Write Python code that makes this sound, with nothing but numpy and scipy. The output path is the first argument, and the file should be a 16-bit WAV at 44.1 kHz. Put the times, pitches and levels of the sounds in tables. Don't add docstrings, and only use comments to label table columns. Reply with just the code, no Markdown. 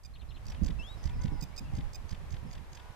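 import sys
import numpy as np
from scipy import signal
from scipy.fft import rfft, irfft
from scipy.io import wavfile
from scipy.ndimage import uniform_filter1d

SR = 44100
rng = np.random.default_rng(int(sys.argv[2]) if len(sys.argv) > 2 else 0)


def boost_factor(decibels):
    exponent = np.asarray(decibels, float) / 20
    return 10 ** exponent


def output_pcm(signal):
    pcm = np.clip(np.atleast_2d(signal).T, -1, 1) * 32767
    wavfile.write(sys.argv[1], SR, np.round(pcm).astype(np.int16))


N = 130095
T = np.arange(N) / SR

# last click in seconds, level in dB, time stretch, low throat in dB, held note in Hz.
RATTLES = [
    (0.544, -56, 1.07, 1.5, 5550),
    (.704, -52, 1.02, 0.2, 6350),
    (1.092, -55, .92, -.2, 5950),
    (1.277, -56, 1.01, 1.7, 6200),
    (1.805, -57.5, 0.94, 0.5, 6300),
    (2.146, -55, 0.94, 0, 6200),
    (2.364, -58.5, 1.02, 3.5, 6300),
    (2.577, -57, 1.14, 2, 6500),
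    (2.796, -57, 1.14, 1.5, 6500),
]
# lead in seconds, length in seconds, high throat in dB, low throat in dB.
RATTLE_CLICKS = [
    (0.0573, 0.0064, 0.5, -6),
    (0.0425, 0.013, 0, -7.5),
    (0.0238, 0.012, -5, -0.5),
    (0.00014, 0.011, -12, -1),
]
# time in seconds, level in dB.
PICKUP_CLICKS = [
    (.455, -59),
    (.467, -51),
    (.634, -56),
    (1.736, -62),
]
# centre in Hz, width in Hz, level in dB.
HIGH_THROAT = [(4806, 740, 6.6), (6200, 3800, -0.5), (7980, 1460, -13), (11800, 3000, -13.5),
               (14700, 1200, -11.5)]
LOW_THROAT = [(1884, 740, -3.5), (2500, 360, -7), (3380, 1210, -5)]
# start in seconds, level in dB, pitch in Hz, leading scratch in dB.
BUZZES = [
    (0.035, -60.5, 1224, -0.5),
    (1.410, -52.5, 1250, 2),
    (1.564, -51, 1250, -2),
    (1.932, -53, 1243, -2),
]
# multiple, level in dB.
BUZZ_PARTIALS = [(1, -36.5), (2, -7), (3, -11.5), (4, 0.5), (5, -9.5), (6, -8.5), (7, -18), (8, -32),
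                 (9, -23), (10, -26.5), (11, -39), (12, -16)]
# time in seconds, pitch in Hz, level in dB.
WHISTLE = [
    (0.787, 2680, -65),
    (.797, 2640, -47),
    (0.82, 2685, -52.5),
    (0.84, 3210, -55),
    (0.868, 3344, -56.5),
    (0.902, 3806, -54.5),
    (.931, 3844, -56.5),
    (0.946, 3930, -61),
    (.96, 3916, -81),
]
# multiple, level in dB.
WHISTLE_PARTIALS = [(1, 0), (2, -19), (3, -28), (4, -38)]
# frequency in Hz, left over right in dB, left phase lead in radians.
PORT_BALANCE = [(2000, -1, -0.49), (3560, 9.5, .1), (3980, -1.5, 1), (5300, -12, 1), (6500, -13.5, -1.6),
                (8000, 9, -1.3), (12200, -4.5, 0.82)]
# start in seconds, level in dB, top pitch in Hz.
CHIRPS = [
    (.137, -64, 4330),
    (.194, -66, 4250),
    (.289, -64, 4230),
    (.344, -64, 4180),
]
# centre in Hz, width in Hz, level in dB.
CHIRP_RASP = [(3140, 1200, -1), (2510, 290, -5.5)]
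# start in seconds, length in seconds, from in Hz, to in Hz, level in dB.
FLUTES = [(1.02, .08, 1880, 2100, -69), (1.09, .035, 2700, 2300, -66), (1.13, .03, 2700, 2150, -64),
          (1.17, .11, 1980, 2240, -70), (1.28, .17, 2240, 1940, -70), (1.52, .035, 2150, 2400, -65),
          (1.64, .04, 2750, 2650, -68), (1.68, .035, 2950, 2400, -66), (1.73, .1, 2100, 2060, -69),
          (.865, .035, 5100, 5600, -67), (2.46, .04, 5400, 5000, -73), (.28, .04, 4900, 5500, -76),
          (1.2, .31, 795, 855, -64), (1.7, .19, 800, 825, -63), (.55, .05, 3300, 2700, -69)]
# start in seconds, length in seconds, level in dB.
TRILLS = [
    (0.971, .07, -65.5),
    (1.124, 0.087, -68),
    (1.31, 0.11, -67.5),
]
# start in seconds, length in seconds, pitch in Hz, level in dB, third partial in dB.
BLEATS = [
    (1.06, .42, 492, -65, -7),
    (2.76, .4, 495, -67, -2.5),
]
# time in seconds, peak in dB, left over right in dB.
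THUMPS = [
    (0.621, -24, -21.5),
    (0.692, -28.5, -5.5),
    (1.244, -36.5, -34),
    (1.319, -35.5, -30),
    (1.421, -39.5, -24),
    (1.61, -36.5, -12.5),
    (1.78, -26, 1),
    (2.112, -40.5, -21.5),
    (2.449, -31, -7),
]
# centre in Hz, width in Hz, level in dB.
THUMP_PEAKS = [(102, 175, 2), (245, 143, -9), (459, 250, -24)]
# time in seconds, level in dB.
GUSTS = [(0, -56), (.13, -45), (.4, -43), (.49, -38), (.58, -40.5), (.66, -31.5), (.8, -38), (.93, -48.5),
         (1.13, -32), (1.3, -35.5), (1.4, -44), (1.52, -49.5), (1.66, -36.5), (1.9, -40.5), (2.0, -42),
         (2.16, -43.5), (2.5, -41.5), (2.95, -50.5)]
# frequency in Hz, density in dB per Hz.
WIND_SPECTRUM = [(8.8, -39), (15, 1.5), (67, 2), (145, -9.5), (408, -34.5), (600, -53), (780, -42),
                 (1320, -120)]
# frequency in Hz, density in dB per Hz.
LEAF_SPECTRUM = [(180, -11), (300, -5.5), (1020, -3.5), (1400, -9.5), (1770, -9), (5470, -22), (13300, -32)]
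# time in seconds, level in dB.
LEAF_LEVEL = [(0, -72), (.45, -61.5), (1.2, -61), (2.95, -61)]
# frequency in Hz, share.
LEAF_LIKENESS = [(600, 0.52), (2000, 0.05)]

CLICK_RATE_HZ, CLICK_ROUGHNESS = 798, 0.79
HELD_LEAD_S, HELD_S, HELD_DB = 0.068, 0.0437, -13.5
HELD_ROUGH_DB, HELD_ROUGH, HELD_ARCH = 5, 0.02, 0.035
SCRATCH_S, BUZZ_WAIT_S, BUZZ_S = 0.0077, 0.01355, 0.019
BUZZ_FLUTTER_DB, BUZZ_BREATH_DB, BUZZ_SAG, BUZZ_WOBBLE = 4, -12.5, 0.045, 0.008
BIRD_ECHO_DB, BIRD_ECHO_T60_S, SLAP_S, SLAP_DB = -16, 0.2, 0.062, -19
CHIRP_HOLD_S, CHIRP_FALL_S, CHIRP_END_HZ, CHIRP_ECHO_DB = 0.015, 0.007, 2800, -12
CHIRP_RASP_S, CHIRP_RASP_DB, CHIRP_RASP_RATE_HZ = 0.019, 5.5, 130
TRILL_HZ, TRILL_RATE_HZ, TRILL_SINK, TRILL_SWEEP = 5750, 190, 0.07, 0.16
BLEAT_SCOOP, BLEAT_WOBBLE, BLEAT_WOBBLE_DB = 0.06, 0.005, 1.5
THUMP_PEAK_S, THUMP_DB = 0.013, -7
BUFFET_DB, FLICKER_DB, WIND_PAN_DB = 2.5, 2.5, -7
GUST_TILT = 0.035
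HISS_TOP_HZ, HISS_CUT_DB, MIC_HISS_DB = 13650, -40, -75


def on_log(hz, table, col=1):
    table = np.array(table, float)
    return np.interp(np.log(np.maximum(hz, 1)), np.log(table[:, 0]), table[:, col])


def colour(x, gain):
    return irfft(rfft(x) * gain(np.arange(N // 2 + 1) * SR / N), N)


def unit(x):
    return x / np.sqrt(np.mean(x ** 2))


def throat(x, peaks):
    def gain(f):
        return sum(boost_factor(db) / (1 + ((f - hz) * 2 / width) ** 4) for hz, width, db in peaks)
    return unit(colour(x, gain))


def walk(rate_hz):
    return unit(colour(rng.standard_normal(N), lambda f: 1 / (1 + (f / rate_hz) ** 2)))


def gate(start_s, length_s, edge):
    u = np.clip((T - start_s) / length_s, 0, 1)
    return u, np.sin(np.pi / 2 * np.clip(np.minimum(u, 1 - u) / edge, 0, 1))


def stack(hz, partials=((1, 0),)):
    phase = 2 * np.pi * np.cumsum(hz) / SR
    return np.sqrt(2) * sum(boost_factor(db) * np.sin(k * phase + k * k) for k, db in partials)


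def tail(x, t60_s):
    n = int(SR * 0.4)
    ir = rng.standard_normal((2, n)) * boost_factor(-60 * T[:n] / t60_s)
    return signal.fftconvolve(x[None], ir / np.sqrt(np.sum(ir[0] ** 2)), axes=1)[:, :N]


def pan(x, left_db, right_db):
    return x * boost_factor(np.array([[left_db], [right_db]]))


def rattles(high, low, wobble):
    out = np.zeros(N)
    for last_s, db, stretch, open_db, hz in RATTLES:
        for lead_s, length_s, high_db, low_db in RATTLE_CLICKS:
            env = gate(last_s - lead_s * stretch - 0.001, length_s, 0.44)[1]
            out += env * boost_factor(db) * (boost_factor(high_db) * high + boost_factor(low_db + open_db) * low)
        u, env = gate(last_s - HELD_LEAD_S * stretch, HELD_S * stretch, 0.067)
        pitch_hz = hz * (1 + HELD_ROUGH * wobble + HELD_ARCH * (np.sin(np.pi * u) - 0.7))
        out += env * boost_factor(db + HELD_DB + HELD_ROUGH_DB * wobble) * stack(pitch_hz)
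    for start_s, db in PICKUP_CLICKS:
        out += gate(start_s - 0.001, 0.0047, 0.48)[1] * boost_factor(db) * high
    return out


def buzzes(high, wobble):
    out = np.zeros(N)
    flutter = [BUZZ_FLUTTER_DB * walk(160) for _ in BUZZ_PARTIALS]
    partials = [(k, db + w * k / 6) for (k, db), w in zip(BUZZ_PARTIALS, flutter)]
    for start_s, db, hz, scratch_db in BUZZES:
        breath = gate(start_s + 0.0027, BUZZ_S + 0.012, 0.15)[1] * boost_factor(db + BUZZ_BREATH_DB)
        scratch = gate(start_s - 0.001, SCRATCH_S, 0.18)[1] * boost_factor(db + scratch_db)
        u, env = gate(start_s + BUZZ_WAIT_S, BUZZ_S, 0.083)
        bend = 1 - BUZZ_SAG * (1.6 * (u - 0.4)) ** 2 + BUZZ_WOBBLE * wobble
        out += (breath + scratch) * high
        out += env * boost_factor(db + 1.8 * wobble) * stack(hz * bend, partials)
    return out


def whistle(wobble):
    s, hz, db = np.array(WHISTLE).T
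    pitch_hz = uniform_filter1d(np.interp(T, s, hz), size=500)
    level_db = np.interp(T, s, db, -140, -140) + 0.5 * wobble
    return boost_factor(level_db) * stack(pitch_hz, WHISTLE_PARTIALS)


def warbler():
    cycles = np.floor(np.cumsum(CLICK_RATE_HZ * (1 + 0.2 * walk(300))) / SR)
    rasp = unit(np.diff(cycles, prepend=0)) + CLICK_ROUGHNESS * rng.standard_normal(N)
    high, low, wobble = throat(rasp, HIGH_THROAT), throat(rasp, LOW_THROAT), walk(115)
    return rattles(high, low, wobble) + buzzes(high, wobble) + whistle(wobble)


def warbler_at_ports():
    bird = warbler()

    def port(f, side):
        phase = side * on_log(f, PORT_BALANCE, col=2) / 2
        return boost_factor(side * on_log(f, PORT_BALANCE) / 2) * np.exp(1j * phase)
    near = np.array([colour(bird, lambda f: port(f, side)) for side in (1, -1)])
    near[0] += boost_factor(SLAP_DB) * np.roll(bird, int(SLAP_S * SR))
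    return near * boost_factor(0.5) + boost_factor(BIRD_ECHO_DB) * tail(bird, BIRD_ECHO_T60_S)


def chirps():
    out, rasp = np.zeros(N), throat(rng.standard_normal(N), CHIRP_RASP)
    tone_s = CHIRP_HOLD_S + CHIRP_FALL_S
    for start_s, db, hz in CHIRPS:
        fall = np.clip((T - start_s - CHIRP_HOLD_S) / CHIRP_FALL_S, -2.2, 1)
        drop = np.where(fall > 0, np.maximum(fall, 0) ** 1.3, 0.04 * fall ** 2)
        pitch_hz = hz - (hz - CHIRP_END_HZ) * drop
        out += gate(start_s, tone_s, 0.08)[1] * boost_factor(db + 6.1 * np.maximum(fall, 0)) * stack(pitch_hz)
        u, env = gate(start_s + tone_s, CHIRP_RASP_S, 0.14)
        pulse_db = 1.4 * np.sin(2 * np.pi * CHIRP_RASP_RATE_HZ * (T - start_s))
        out += env * rasp * boost_factor(db + CHIRP_RASP_DB - 8.4 * u + pulse_db)
    return pan(out, 2.5, -2.5) + boost_factor(CHIRP_ECHO_DB) * tail(out, 0.18)


def flutes(wobble):
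    out = np.zeros(N)
    for start_s, length_s, from_hz, to_hz, db in FLUTES:
        u, env = gate(start_s, length_s, 0.2)
        pitch_hz = from_hz + (to_hz - from_hz) * (1 - np.cos(np.pi * u)) / 2
        out += env * boost_factor(db + 1.7 * wobble) * stack(pitch_hz)
    return out


def trills(wobble):
    out = np.zeros(N)
    beat = (TRILL_RATE_HZ * T + 0.6 * wobble) % 1
    for start_s, length_s, db in TRILLS:
        u, env = gate(start_s, length_s, 0.16)
        pitch_hz = TRILL_HZ * (1 - TRILL_SINK * u - TRILL_SWEEP * beat)
        out += env * boost_factor(db) * np.sin(np.pi * beat) * stack(pitch_hz)
    return out


def bleats(wobble):
    out = np.zeros(N)
    for start_s, length_s, hz, db, third_db in BLEATS:
        u, env = gate(start_s, length_s, 0.15)
        scoop = BLEAT_SCOOP * (np.exp(-u / 0.102) + u ** 4)
        voice = stack(hz * (1 - scoop + BLEAT_WOBBLE * wobble), [(1, -18), (2, 0), (3, third_db)])
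        out += env * boost_factor(db + BLEAT_WOBBLE_DB * wobble) * voice
    return out


def far_calls():
    wobble = walk(24.4)
    calls, trill = flutes(wobble) + bleats(wobble), trills(wobble)
    return pan(calls, 1.5, -1.5) + pan(trill, -5, 3) + boost_factor(-8) * tail(calls + trill, 0.9)


def wind():
    s, db = np.array(GUSTS).T
    gust_db, ports = np.interp(T, s, db), []
    for side in (1, -1):
        out, buffet = np.zeros(N), walk(27)
        noise = unit(colour(rng.standard_normal(N), lambda f: boost_factor(on_log(f, WIND_SPECTRUM))))
        for k, hz in enumerate(16 * 2. ** np.arange(7)):
            def octave(f):
                return np.cos(np.pi / 2 * np.clip(np.log2(np.maximum(f, 1) / hz), -1, 1)) ** 2
            buffet_db = BUFFET_DB * buffet * (1.054 + 0.2 * k)
            flicker_db = FLICKER_DB * walk(hz / 5)
            tilt_db = GUST_TILT * (gust_db + 25) * k
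            out += colour(noise, octave) * boost_factor(buffet_db + flicker_db + tilt_db)
        ports.append(out * boost_factor(gust_db + side * WIND_PAN_DB / 2))
    return np.array(ports)


def thumps():
    out = np.zeros((2, N))
    noise = np.array([throat(rng.standard_normal(N), THUMP_PEAKS) for _ in range(2)])
    for start_s, db, pan_db in THUMPS:
        age = np.maximum(T - start_s + 0.00676, 0) / THUMP_PEAK_S
        swell = np.e * age * np.exp(-age)
        out += pan(swell * noise, db + THUMP_DB + pan_db / 2, db + THUMP_DB - pan_db / 2)
    return out


def leaves():
    def hiss(f, sign):
        density_db = on_log(f, LEAF_SPECTRUM) + HISS_CUT_DB * (f > HISS_TOP_HZ)
        return boost_factor(density_db) * np.sqrt(1 + sign * on_log(f, LEAF_LIKENESS))
    mid = colour(rng.standard_normal(N), lambda f: hiss(f, 1))
    side = colour(rng.standard_normal(N), lambda f: hiss(f, -1))
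    s, db = np.array(LEAF_LEVEL).T
    level_db = np.interp(T, s, db) + 2.5 + 0.59 * walk(3.8)
    return np.array([mid + side, mid - side]) / np.std(mid) * boost_factor(level_db)


def scene():
    return warbler_at_ports() + chirps() + far_calls() + wind() + thumps() + leaves()


def top_cut(x):
    return signal.sosfilt(signal.butter(12, 15890, fs=SR, output="sos"), x)


def record(dry):
    hiss = [unit(colour(rng.standard_normal(N), lambda f: 1. * (f < HISS_TOP_HZ))) for _ in dry]
    return top_cut(dry + boost_factor(MIC_HISS_DB) * np.array(hiss))


dry = scene()
out = record(dry)
output_pcm(out)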